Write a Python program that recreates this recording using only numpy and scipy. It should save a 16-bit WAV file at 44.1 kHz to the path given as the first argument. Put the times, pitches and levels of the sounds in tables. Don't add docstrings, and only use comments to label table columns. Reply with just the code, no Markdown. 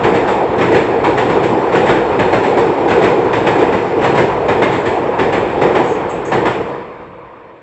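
import sys
import numpy as np
from scipy import signal
from scipy.fft import rfft, irfft, next_fast_len
from scipy.io import wavfile
from scipy.ndimage import uniform_filter1d

SR = 44100
rng = np.random.default_rng(int(sys.argv[2]) if len(sys.argv) > 2 else 0)


def dump_mix(stems):
    frames = np.atleast_2d(stems).T
    limited = np.clip(frames, -1, 1)
    pcm = np.round(limited * 32767).astype(np.int16)
    wavfile.write(sys.argv[1], SR, pcm)


N = 336042
HOP, FRAME = 64, 256

# (f/Hz, width/Hz, lift/dB)
PLATE_MODES = [(135.2, 16, 7), (182.4, 22, 6.5), (348.7, 50, 3.5), (415, 120, 1), (480, 44, 2.5),
               (626, 20, -1), (800, 130, -2.5), (960, 170, 1.5), (1700, 80, 1), (2160, 150, -1)]


def amp(db):
    return 10 ** (np.asarray(db) / 20)


def evened(x):
    return x / np.sqrt(np.mean(x ** 2) + 1e-20)


def read(points, hz):
    f, value = np.transpose(points)
    return np.interp(np.log(hz + 1), np.log(f + 1), value)


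def bumps(modes, hz):
    return sum(db / (1 + (2 * (hz - f) / width) ** 2) for f, width, db in modes)


def coloured(x, shape_db):
    size = next_fast_len(N + SR // 4)
    gain = amp(shape_db(np.fft.rfftfreq(size, 1 / SR)))
    gain = gain / np.sqrt(np.mean(gain ** 2))
    return irfft(rfft(x, size) * gain, size)[:N]


def field(size):
    overlap = FRAME - HOP
    z = signal.stft(rng.standard_normal(N), nperseg=FRAME, noverlap=overlap)[2]
    return signal.istft(z * size[:z.shape[1]].T, nperseg=FRAME, noverlap=overlap)[1][:N]


def struck(age, rise, t60):
    age = np.maximum(age, 0)
    build_up = (1 - np.exp(-age / max(rise, 1e-3))) ** 2
    return build_up * amp(-120 * age / t60)


def rolling(patchy_db=1.5, flicker_db=0.5, hiss_db=1.5, rumble_db=-0.5, air_loss_db=-3.5):
    # (t/s, level/dB)
    roar_levels = [(0.0, -12), (0.5, -14.5), (1.3, -13), (3.8, -13), (4.4, -15), (5.1, -16), (5.84, -14),
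                   (6.15, -18), (6.5, -18.5), (6.7, -20.5), (6.9, -28), (7.13, -33.5), (7.62, -37.5)]
    # (f/Hz, relative level/dB per Hz)
    near_colour = [(15, -55), (25, -48.5), (48, -19.5), (101, -12), (135, -14.5), (209, -11), (453, 0),
                   (605, -8.5), (808, -2), (1130, -15), (1710, -21.5), (1840, -21.5), (2510, -26.5),
                   (3880, -40.5), (8000, -56.5), (10400, -82), (17600, -120)]
    # (f/Hz, relative level/dB per Hz)
    far_colour = [(15, -45.5), (25, -15), (142, -8.5), (266, -10.5), (339, -2), (382, -9), (475, 1),
                  (751, -8), (1050, -3), (1220, -9), (1370, -15.5), (2340, -19), (4070, -38.5), (7440, -55),
                  (8000, -55), (10400, -84), (17600, -120)]

    roar_db = np.interp(np.arange(N) / SR, *np.transpose(roar_levels))
    far = np.clip((-12 - roar_db) / 21, 0, 1)
    shape = (N // HOP + 5, FRAME // 2 + 1)
    hz = np.fft.rfftfreq(FRAME, 1 / SR)

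    patches = uniform_filter1d(rng.standard_normal(shape), 40, 0)
    patches = evened(uniform_filter1d(patches, 3, 1))
    flicker = evened(uniform_filter1d(rng.standard_normal(shape[0]), 12))[:, None]

    rail_hiss_db = hiss_db * hz ** 2 / (hz ** 2 + 2200 ** 2)
    pier_rumble_db = rumble_db * 220 ** 2 / (hz ** 2 + 220 ** 2)
    gone = np.interp(np.arange(shape[0]) * HOP, np.arange(N), far)[:, None]
    air_db = air_loss_db * np.sqrt(gone) * hz ** 4 / (hz ** 4 + 4200 ** 4)
    lean_db = rail_hiss_db + pier_rumble_db + air_db

    shaking = field(amp(patchy_db * patches + flicker_db * flicker + lean_db))
    near_roar = coloured(shaking, lambda f: read(near_colour, f) + bumps(PLATE_MODES, f))
    far_roar = coloured(shaking, lambda f: read(far_colour, f) + 0.88 * bumps(PLATE_MODES, f))
    return amp(roar_db) * ((1 - far) * near_roar + far * far_roar)


def blows():
    # (t/s, leading axle level/dB, trailing axle level/dB)
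    bogies = [(-0.0990, -10, -10), (0.6120, -9.5, -8.5), (1.0420, -9.5, -9), (1.7530, -8.5, -8.5),
              (2.193, -9.5, -9.5), (2.9040, -10, -10), (3.3320, -10, -8.4), (4.0420, -8.5, -8.5),
              (4.4850, -9.5, -8.5), (5.191, -9.5, -10.5), (5.6160, -10, -10), (6.3200, -9, -9.5)]
    # (met this much earlier at first/s, level/dB, build-up of a leading axle/s,
    # its brightness/dB per octave, ring length factor, thump/dB)
    rail_joints = [(0.0, 0.0, 0.0073, 0.18, 1.076, -1.5), (1.6155, -2.5, 0.012, 1.5, 0.96, 2.2)]
    wheelbase_s = 0.1365
    gain_per_s = 0.0015
    trailing_rise, trailing_tilt_db = 0.82, 0.3

    rows = []
    for lead, joint_db, rise, tilt_db, length, thump_db in rail_joints:
        for s, leading_db, trailing_db in bogies:
            at = s - lead * (1 - gain_per_s * s)
            rows.append((at, leading_db + joint_db, rise, tilt_db, length, thump_db))
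            rows.append((at + wheelbase_s, trailing_db + joint_db, rise * trailing_rise,
                         tilt_db + trailing_tilt_db, length, thump_db))
    return [row for row in rows if row[0] > 0]


def joints(axles, spread_db=2.0, lead=0.0039, bang_db=1.5, bang_t60=0.12):
    # (f/Hz, relative level/dB per Hz)
    clang_colour = [(24, -61), (40, -27.5), (108, -4.5), (177, -11), (359, -3), (611, -3.5), (683, -7.5),
                    (763, -1), (1300, -12.5), (1850, -12), (3150, -24.5), (4600, -37), (8000, -47),
                    (10400, -73), (17600, -120)]
    # (f/Hz, t60/s)
    ring_times = [(100, 0.65), (400, 0.9), (1000, 0.33), (2500, 0.61), (6000, 0.58)]

    t = np.arange(N // HOP + 5) * HOP / SR
    hz = np.fft.rfftfreq(FRAME, 1 / SR)
    power = np.zeros((len(t), len(hz)))
    mixes = uniform_filter1d(rng.standard_normal((len(axles), len(hz))), 2, 1)
    for (s, db, rise, tilt_db, length, thump_db), mix in zip(axles, mixes):
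        span = slice(max(int((s - lead) * SR / HOP), 0), int((s + 1) * SR / HOP))
        age = t[span, None] - s + lead
        colour_db = db + tilt_db * np.log2((hz + 100) / 2500) + spread_db * mix
        colour_db += thump_db * 350 ** 2 / (hz ** 2 + 350 ** 2)
        bang = amp(2 * bang_db) * struck(age, rise / 2, bang_t60 * length)
        ring = struck(age, rise, length * read(ring_times, hz))
        power[span] += amp(2 * colour_db) * (bang + ring)
    return coloured(field(np.sqrt(power)), lambda f: read(clang_colour, f) + bumps(PLATE_MODES, f))


def web(axles, level_db=-15.5, spread_db=4.0, detune=0.052):
    # (f/Hz, level/dB, t60/s)
    panels = [(809, 1.5, 0.21), (932, 1, 0.34), (1230, -3.5, 0.18), (1460, -4.5, 0.42), (1790, -10, 0.17),
              (1890, -5, 0.14), (2074, 0, 0.23), (2344, -3, .2), (2446, -9.5, 0.18), (2890, -11, 0.12),
              (3260, -11.5, 0.11), (3700, -15, 0.09)]

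    out = np.zeros(N + SR)
    age = np.arange(SR // 3) / SR
    hz, mode_db, t60 = np.transpose(panels)[:, :, None]
    t60 = np.clip(t60, .08, .35)
    chance = rng.standard_normal((len(axles), 3, len(panels), 1))
    for (s, db, rise, _, length, _), (size, pitch, start) in zip(axles, chance):
        fade = np.sqrt(struck(age, rise, length * t60))
        tones = np.sin(2 * np.pi * (hz * (1 + detune * pitch) * age + start))
        rings = amp(mode_db + spread_db * size) * fade * tones
        out[round(s * SR):][:len(age)] += amp(db + level_db) * rings.sum(0)
    return out[:N]


def chinks():
    # (t/s, level/dB, build-up/s, t60/s, lean to the top/dB per kHz above 7 kHz)
    strokes = [(5.829, -48.5, .03, 0.45, 1), (5.875, -47, .02, 0.24, -1), (5.915, -49, .015, 0.23, -5),
               (6.092, -49.5, 0.0051, 0.34, 5), (6.249, -47, 0.0043, 0.37, -2)]
    # (f/Hz, width/Hz, level/dB)
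    ring_bands = [(5800, 300, -7), (6550, 520, 5), (7000, 500, -7), (7620, 500, -0.5)]

    t = np.arange(N) / SR
    out = np.zeros(N)
    for hz, width, ring_db in ring_bands:
        power = np.zeros(N)
        for s, db, rise, t60, lean_db in strokes:
            stroke_db = db + lean_db * (hz - 7000) / 1000
            power += amp(2 * stroke_db) * struck(t - s, rise, t60)
        noise = rng.standard_normal(N)
        band = coloured(noise, lambda f: -20 * np.log10(1 + (2 * (f - hz) / width) ** 2))
        out += amp(ring_db) * np.sqrt(power) * band
    return out


def scene():
    axles = blows()
    return (rolling() + joints(axles) + web(axles) + chinks())[None]


def record(dry):
    # (f/Hz, width/Hz, lift/dB)
    heard_bumps = [(46, 8.4, 2), (62, 10, 4), (74, 8, -7), (1110, 140, 0.5), (1290, 600, -1),
                   (2430, 240, 1.5), (2880, 480, -1.5), (3730, 580, 3.5), (4166, 80, 6), (7680, 860, 10),
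                   (8016, 250, -15.5)]
    # (f/Hz, width/Hz, lift/dB)
    case_dips = [(3985, 150, -10), (6030, 180, -6)]
    knee, edge_hz = .8, 8280

    size = next_fast_len(N + SR // 4)
    colour_db = bumps(heard_bumps + case_dips, np.fft.rfftfreq(size, 1 / SR))
    heard = irfft(rfft(dry, size) * amp(colour_db), size)[:, :N]
    heard = signal.sosfilt(signal.butter(8, 38.5, "high", fs=SR, output="sos"), heard)

    over = np.maximum(abs(heard) - knee, 0)
    squeezed = (1 - knee) * np.tanh(over / (1 - knee))
    held = heard - np.sign(heard) * (over - squeezed)

    band_limit = signal.firwin(383, edge_hz, window=("kaiser", 9), fs=SR)
    return signal.oaconvolve(held, band_limit[None], "same")


dry = scene()
out = record(dry)
dump_mix(out)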